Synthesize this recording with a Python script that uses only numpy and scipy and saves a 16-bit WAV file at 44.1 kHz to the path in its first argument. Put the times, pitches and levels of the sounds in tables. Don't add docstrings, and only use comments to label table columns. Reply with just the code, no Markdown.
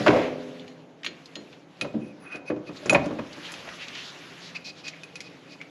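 import sys
import numpy as np
from scipy import signal
from scipy.io import wavfile
from scipy.ndimage import uniform_filter1d

SR = 44100
rng = np.random.default_rng(int(sys.argv[2]) if len(sys.argv) > 2 else 0)


def generate_wav(sig):
    pcm = np.round(np.clip(np.atleast_2d(sig).T, -1, 1) * 32767).astype(np.int16)
    wavfile.write(sys.argv[1], SR, pcm)


N = 251348

# start_s, level_db, centre_hz, t60_s, bite_db
HOUSING_THUDS = [(0.0, -22.5, 170, 0.43, -10), (.062, -7.5, 594, 0.12, -4), (.072, -12.5, 422, 0.067, -5),
                 (.079, -4, 308, 0.088, -15), (.087, -14, 448, 0.17, -5), (.104, -11, 675, 0.076, -7.5),
                 (.129, -14, 520, 0.21, -8), (.159, -18, 555, 0.46, -6), (1.064, -35, 302, 0.36, -25),
                 (1.362, -36.5, 292, .45, -4), (1.818, -21, 232, 0.069, -15), (1.845, -22, 466, .12, -7.5),
                 (1.94, -21, 227, 0.36, -17), (1.967, -24.5, 208, 0.13, -28), (2.343, -33, 338, 0.19, -21),
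                 (2.498, -18.5, 367, 0.16, -9), (2.514, -25, 303, 0.24, -14),
                 (2.56, -26.5, 313, 0.086, -12), (2.689, -27, 292, .11, -10),
                 (2.828, -35.5, 587, 0.15, -24), (2.856, -20.5, 310, .22, -6),
                 (2.898, -20, 290, 0.65, -0.5), (2.925, -11.5, 550, 0.15, -8), (2.948, -7, 510, 0.083, -9),
                 (3.021, -29, 255, 0.21, -13), (3.058, -20, 272, 0.15, -16), (3.107, -21.5, 290, .19, -11),
                 (3.188, -17.5, 315, 0.073, -6), (3.374, -31.5, 290, 0.11, -17),
                 (3.673, -28.5, 660, 0.076, -32)]
# start_s, level_db, centre_hz, treble_fall_db_per_oct, ring_db
FLANGE_CLINKS = [(0.064, -8, 790, 11, -27), (.0716, -3, 1630, 19, -16), (0.0806, -4, 2240, 20, -33),
                 (1.8118, -12.5, 2780, 10.5, 1), (2.358, -32.5, 4000, 4, 1), (2.504, -24.5, 1830, 29, -4.5),
                 (2.563, -47, 1500, 20, -7), (2.8587, -23, 6040, 12, -10), (2.8959, -10.5, 3500, 10.5, 11),
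                 (2.932, -11.5, 11000, 11, -29), (2.9472, -3, 2380, 26, -0.5),
                 (3.059, -29.5, 6000, 14, -17), (3.186, -27, 1810, 19, -1), (3.33, -30, 4440, 13, -25),
                 (3.519, -14, 8050, -5.5, -23), (3.539, -23, 3000, 10, -6), (3.689, -21.5, 2260, 21, -25),
                 (3.952, -19.5, 2980, 18, -23), (3.883, -24, 3970, 17, -21), (4.881, -18, 4300, 13, -26),
                 (4.936, -34, 2250, 24, -24), (5.034, -28.5, 4000, 9.5, 3), (5.156, -24, 4360, 13, 1),
                 (5.205, -21.5, 4460, 9.5, -10), (5.614, -23, 2260, 13.5, -15)]
BOLT_TICKS = [(.596, -32, 3500, 30, -16), (.679, -33.5, 2830, 13, -10), (1.0329, -22, 2500, 17, -38),
              (1.0461, -15, 2580, 22, -29), (1.05, -22, 3000, -2, -9), (1.064, -11, 2980, 19, -17),
              (1.258, -31.5, 4260, 11, -28), (1.3546, -20, 3470, 21, -10.5), (1.5288, -33, 2900, 19, -29)]
# start_s, level_db
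SHAFT_BLOWS = [(0.0, -23.5), (.066, -12), (1.066, -57), (1.36, -48), (1.82, -35), (2.35, -39)]
RIM_BLOWS = [(2.8587, -45), (2.8959, -22), (2.931, -32), (3.059, -61)]
SMALL_PART_BLOWS = [(4.935, -33), (5.204, -30), (5.604, -34), (5.613, -29.5)]
# start_s, swell_s, hold_s, level_db, grit_db, dulling_db_per_oct
FLANGE_SLIDES = [(2.003, 0.01, 0.1, -53, -20, 2.5), (2.196, 0.0074, .05, -50.5, -14, -4),
                 (2.25, 0.018, 0.026, -43.5, -25, 5.5), (2.295, 0.024, 0.049, -36, -19, 7),
                 (2.453, 0.027, 0.013, -38, -11.5, 3), (2.659, 0.013, 0.018, -44, -6.5, 3.5),
                 (2.8, 0.074, .015, -45, -18, 1), (3.038, 0.0039, .02, -47, -1, -1),
                 (4.545, 0.0072, 0.015, -31.5, -7, 35), (4.64, 0.01, 0.025, -40, 2.5, 23),
                 (4.659, 0.015, 0.027, -37.5, -0.5, 26), (4.834, 0.019, 0.035, -35.5, -3.5, 31),
                 (5.227, 0.019, 0.028, -45.5, -4, 8), (5.472, 0.053, 0.014, -43.5, -3, 8)]
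# middle_s, level_db, centre_hz, half_width_s
NOISE_SWELLS = [(0.199, -32, 2100, 0.099), (2.255, -46.5, 1400, 0.034), (2.342, -40.5, 1470, 0.043),
                (2.771, -42, 3900, .012), (3.464, -37, 3020, 0.031), (3.826, -34, 2600, 0.027),
                (3.983, -35.5, 2950, 0.055), (4.071, -40, 3660, 0.049), (4.458, -42.5, 3930, 0.055),
                (4.789, -46, 3780, 0.028), (4.959, -49, 2210, 0.055)]

# pitch_hz, level_db, t60_s
HOUSING_MODES = [(122, -5.5, 0.57), (171, -15, 0.13), (210.7, -5.5, 0.98), (300.3, -2, 0.72),
                 (370.8, -8.5, 0.75), (506.7, -3, 0.41), (588, 13, 0.055), (665, 2.5, 0.089),
                 (792, -35, 0.056), (1016, -20, 0.42), (1195, -40, .15)]
SHAFT_MODES = [(254, -4, 1.9), (312, -13, 1.4), (361, -6, 1.0), (416, -3, 1.7), (486, -8, .7),
               (511, -3, 1.4), (571, 0, .65), (599, -3, 1.2), (673, -7, .8), (710, -3, .55), (748, -3, .65),
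               (969, -18, .8), (1174, -20, .8)]
FLANGE_MODES = [(1400, -16, .05), (2218, -13, .05), (2470, -13, .05), (2503, 0, .065), (5766, -22, .03),
                (6150, -21, .06), (10380, -7, .1), (13600, -10, .05)]
RIM_MODES = [(6514, -6, .05), (6966, 0, .2), (8027, -4, .06)]
BOLT_MODES = [(1863, -1, .1), (2640, -6, .1), (4170, 0, .14), (6520, -8, .08), (6900, -9, .22),
              (11090, -4, .05)]
SMALL_PART_MODES = [(2070, -2, 0.039), (2280, -2, 0.046)]

# freq_hz, level_db
GRIT_SPECTRUM = [(800, -11), (1400, -47), (3000, -2.5), (4700, 7.5), (6500, -8), (10000, -17), (14000, -9)]
HISS_SPECTRUM = [(300, 2.5), (800, -4.5), (1500, -3.5), (3000, -5), (6000, -14), (9000, -17.5), (14000, -7)]
AIR_SPECTRUM = [(15, -60), (25, -20), (130, 1.5), (169, 2), (219, -2.5), (284, 0.5), (454, -1.5), (536, -1),
                (4070, -34), (7000, -37), (9100, -61), (15400, -120)]
# time_s, level_db
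HISS_LEVELS = [(0, -31), (.22, -36), (.3, -45), (.57, -46), (.95, -60.5), (1.11, -50), (1.54, -49),
               (1.67, -59), (1.82, -47.5), (2.35, -60), (2.6, -57), (2.76, -43.5), (2.92, -41.5),
               (3.21, -45), (3.51, -36.5), (4.09, -40), (4.46, -42), (4.67, -50), (4.8, -48), (5.3, -48.5),
               (5.7, -50.5)]
AIR_LEVELS = [(0, -32), (1, -47.5), (1.701, -46), (2.5, -42.5), (3.6, -45), (4.2, -45), (4.7, -44.5),
              (5.2, -43.5), (5.7, -46)]
# centre_hz, width_hz, boost_db
AIR_DRONES = [(167.2, 15.7, 8.5), (282.4, 20, 8)]
# freq_hz, t60_s
GARAGE_DECAY = [(100, 0.69), (400, 0.72), (1000, 0.65), (2500, 0.32), (10000, 0.12)]
# freq_hz, gain_db
MIC_RESPONSE = [(40, -32.5), (150, -6), (6800, -3), (8300, -13.5), (9100, -22), (9700, -12), (10600, -13.5),
                (11400, -15), (12200, -36), (13300, -28)]


def housing_thud(level_db, centre_hz, t60_s, bite_db):
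    t = np.arange(SR // 2) / SR
    grip = gain_of(-30 * t / abs(t60_s))
    body = ring(HOUSING_MODES, t, centre_hz, fall_db_per_oct=10.1, scatter_db=0.77) * grip
    knock = gain_of(-4) * burst(t, centre_hz, 10, 17, t60_s)
    bite = gain_of(bite_db) * burst(t, 1110, 7.5, 12.9, t60_s=0.059)
    push = gain_of(-17.5) * burst(t, 137, 18, 48, t60_s=0.39)
    rise_cycles = 1.81
    attack = 1 - np.exp(-t * centre_hz / rise_cycles)
    return gain_of(level_db + 5) * (body + knock + bite + push) * attack


def shaft_boom(level_db):
    t = np.arange(2 * SR) / SR
    attack = 1 - np.exp(-t / .002)
    return gain_of(level_db) * ring(SHAFT_MODES, t) * attack


def steel_clink(level_db, centre_hz, treble_db_per_oct, ring_db, *,
                modes, modes_hz, dulling_share, bass_db_per_oct, free_s):
    t = np.arange(SR // 4) / SR
    tick = burst(t, centre_hz, bass_db_per_oct + 5, treble_db_per_oct, t60_s=0.0086)
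    crack = gain_of(-8) * burst(t, centre_hz, bass_db_per_oct, treble_db_per_oct, t60_s=0.068)
    ringing = gain_of(ring_db) * ring(modes, t, modes_hz, dulling_share * treble_db_per_oct)
    stop_t60_s = .03
    damping = gain_of(-60 * np.maximum(t - free_s, 0) / stop_t60_s)
    attack = 1 - np.exp(-t / .0003)
    return gain_of(level_db - 3) * (tick + crack + ringing * damping) * attack


def flange_free_s(start_s, settle_s=.02):
    waits_s = [thud_s - start_s for thud_s, *_ in HOUSING_THUDS if thud_s > start_s + settle_s]
    return min(waits_s, default=1)


def free_ping(modes, level_db, length_s):
    t = np.arange(int(length_s * SR)) / SR
    return gain_of(level_db) * ring(modes, t)


def flange_slide(swell_s, hold_s, level_db, grit_db, dulling_db_per_oct):
    stop_s, slips_per_s, contact_t60_s = 0.037, 4000, .2
    knots_s = np.cumsum(np.abs([0, swell_s, hold_s, stop_s]))
    t = np.arange(0, knots_s[-1], 1 / SR)
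    slips = (rng.random(len(t)) < slips_per_s / SR) * rng.standard_normal(len(t))
    ring_t = np.arange(3000) / SR
    flange = ring(FLANGE_MODES, ring_t, 2503, dulling_db_per_oct)
    flange *= gain_of(-60 * ring_t / contact_t60_s)
    ringing = signal.fftconvolve(slips, flange)[:len(t)]
    grit = noise(len(t), 256, lambda hz, _: curve_at(GRIT_SPECTRUM, hz))
    scrape = unit_rms(ringing) + gain_of(grit_db) * unit_rms(grit)
    envelope_db = np.interp(t, knots_s, [-15, 0, 0, -37.5])
    return gain_of(level_db + envelope_db) * scrape * signal.windows.tukey(len(t), .1)


def noise_swell(level_db, centre_hz, half_width_s):
    t = np.arange(-2 * half_width_s, 2 * half_width_s, 1 / SR)
    hiss = unit_rms(noise(len(t), 256, lambda hz, _: hump_db(hz, centre_hz, 17.4)))
    return gain_of(level_db) * hiss * np.exp(-(t / half_width_s) ** 2)


def cloth_and_room_hiss():
    def field_db(hz, t):
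        drift_db = 2 * patches(hz, t, span_bins=6, span_frames=24)
        flicker_db = 0.3 * unit_rms(uniform_filter1d(rng.exponential(1, len(t)) - 1, 3))
        presence_db = np.maximum(hump_db(hz, 2360, 2.4), -6)
        return curve_at(HISS_SPECTRUM, hz) + presence_db + drift_db + flicker_db
    return envelope(HISS_LEVELS) * unit_rms(noise(N, 256, field_db))


def garage_echo(dry):
    gap_s, rise_s = .004, .008
    tail = noise(SR, 256, lambda hz, t: -60 * t / curve_at(GARAGE_DECAY, hz))
    tail *= np.clip((np.arange(SR) / SR - gap_s) / rise_s, 0, 1)
    return signal.fftconvolve(dry, tail / np.linalg.norm(tail))[:N]


def garage_air():
    def field_db(hz, t):
        drift_db = 1.8 * patches(hz, t, span_bins=8, span_frames=8)
        drones_db = sum(boost_db * np.exp(-((hz - centre_hz) / width_hz) ** 2)
                        for centre_hz, width_hz, boost_db in AIR_DRONES)
        return curve_at(AIR_SPECTRUM, hz) + drones_db + drift_db
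    return envelope(AIR_LEVELS) * unit_rms(noise(N, 4096, field_db))


def ring(modes, t, centre_hz=1000, fall_db_per_oct=0, scatter_db=1):
    hz, level_db, t60_s = np.transpose(modes)[:, :, None]
    signs = (-1) ** np.arange(len(hz))[:, None]
    random_db = scatter_db * rng.standard_normal(hz.shape)
    gains = gain_of(level_db + hump_db(hz, centre_hz, fall_db_per_oct) + random_db)
    sines = signs * gains * gain_of(-60 * t / abs(t60_s)) * np.sin(2 * np.pi * hz * t)
    return sines.sum(0) / np.linalg.norm(gains)


def burst(t, centre_hz, bass_db_per_oct, treble_db_per_oct, t60_s):
    def field_db(hz, _):
        return hump_db(hz, centre_hz, np.where(hz < centre_hz, bass_db_per_oct, treble_db_per_oct))
    fade = gain_of(-60 * t / abs(t60_s))
    x = noise(len(t), 512, field_db) * fade
    return x * np.linalg.norm(fade) / np.linalg.norm(x)


def noise(size, frame, field_db):
    hz = np.fft.rfftfreq(frame, 1 / SR)[:, None]
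    t = np.arange(4 * size // frame + 5) * frame / 4 / SR
    real, imag = rng.standard_normal((len(t), len(hz), 2)).T
    spectra = (real + 1j * imag) * gain_of(field_db(hz, t))
    return signal.istft(spectra, nperseg=frame, noverlap=frame - frame // 4)[1][:size]


def patches(hz, t, span_bins, span_frames):
    field = rng.standard_normal((len(t), len(hz))).T
    return unit_rms(uniform_filter1d(uniform_filter1d(field, span_bins, 0), span_frames, 1))


def hump_db(hz, centre_hz, fall_db_per_oct):
    return -fall_db_per_oct * abs(np.log2((hz + 1) / centre_hz))


def curve_at(points, hz):
    points_hz, values = np.transpose(points)
    return np.interp(np.log(hz + 1), np.log(points_hz + 1), values)


def envelope(levels):
    return gain_of(np.interp(np.arange(N) / SR, *np.transpose(levels)))


def gain_of(db):
    return 10 ** (np.asarray(db) / 20)


def unit_rms(x):
    return x / np.sqrt(np.mean(x ** 2) + 1e-20)


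def add(mix, start_s, sound):
    part = mix[max(round(start_s * SR), 0):][:len(sound)]
    part += sound[:len(part)]


def scene():
    contacts, shaft = np.zeros((2, N))
    for start_s, *thud in HOUSING_THUDS:
        add(contacts, start_s, housing_thud(*thud))
    for start_s, level_db in SHAFT_BLOWS:
        add(shaft, start_s, shaft_boom(level_db))
    for start_s, *clink in FLANGE_CLINKS:
        add(contacts, start_s, steel_clink(*clink, modes=FLANGE_MODES, modes_hz=1700, dulling_share=.4,
                                           bass_db_per_oct=6.6, free_s=flange_free_s(start_s)))
    for start_s, *tick in BOLT_TICKS:
        add(contacts, start_s, steel_clink(*tick, modes=BOLT_MODES, modes_hz=3300, dulling_share=.082,
                                           bass_db_per_oct=10.3, free_s=1))
    for start_s, level_db in RIM_BLOWS:
        add(contacts, start_s, free_ping(RIM_MODES, level_db, length_s=.25))
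    for start_s, level_db in SMALL_PART_BLOWS:
        add(contacts, start_s, free_ping(SMALL_PART_MODES, level_db, length_s=.1))
    for start_s, *slide in FLANGE_SLIDES:
        add(contacts, start_s, flange_slide(*slide))
    for middle_s, level_db, centre_hz, half_width_s in NOISE_SWELLS:
        add(contacts, middle_s - 2 * half_width_s, noise_swell(level_db, centre_hz, half_width_s))
    echo = gain_of(-16) * garage_echo(contacts)
    return (contacts + echo + shaft + cloth_and_room_hiss() + garage_air())[None]


def record(dry):
    hz = np.linspace(0, SR / 2, 1025)
    squared_gain = gain_of(2 * curve_at(MIC_RESPONSE, hz))
    colour = signal.minimum_phase(signal.firwin2(1023, hz, squared_gain, fs=SR))
    heard = signal.oaconvolve(dry, colour[None])[:, :N]
    cutoff_hz = 13950
    lowpass = signal.firwin(511, cutoff_hz, window=("kaiser", 9), fs=SR)
    return signal.oaconvolve(heard, lowpass[None], "same")


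dry = scene()
out = record(dry)
generate_wav(out)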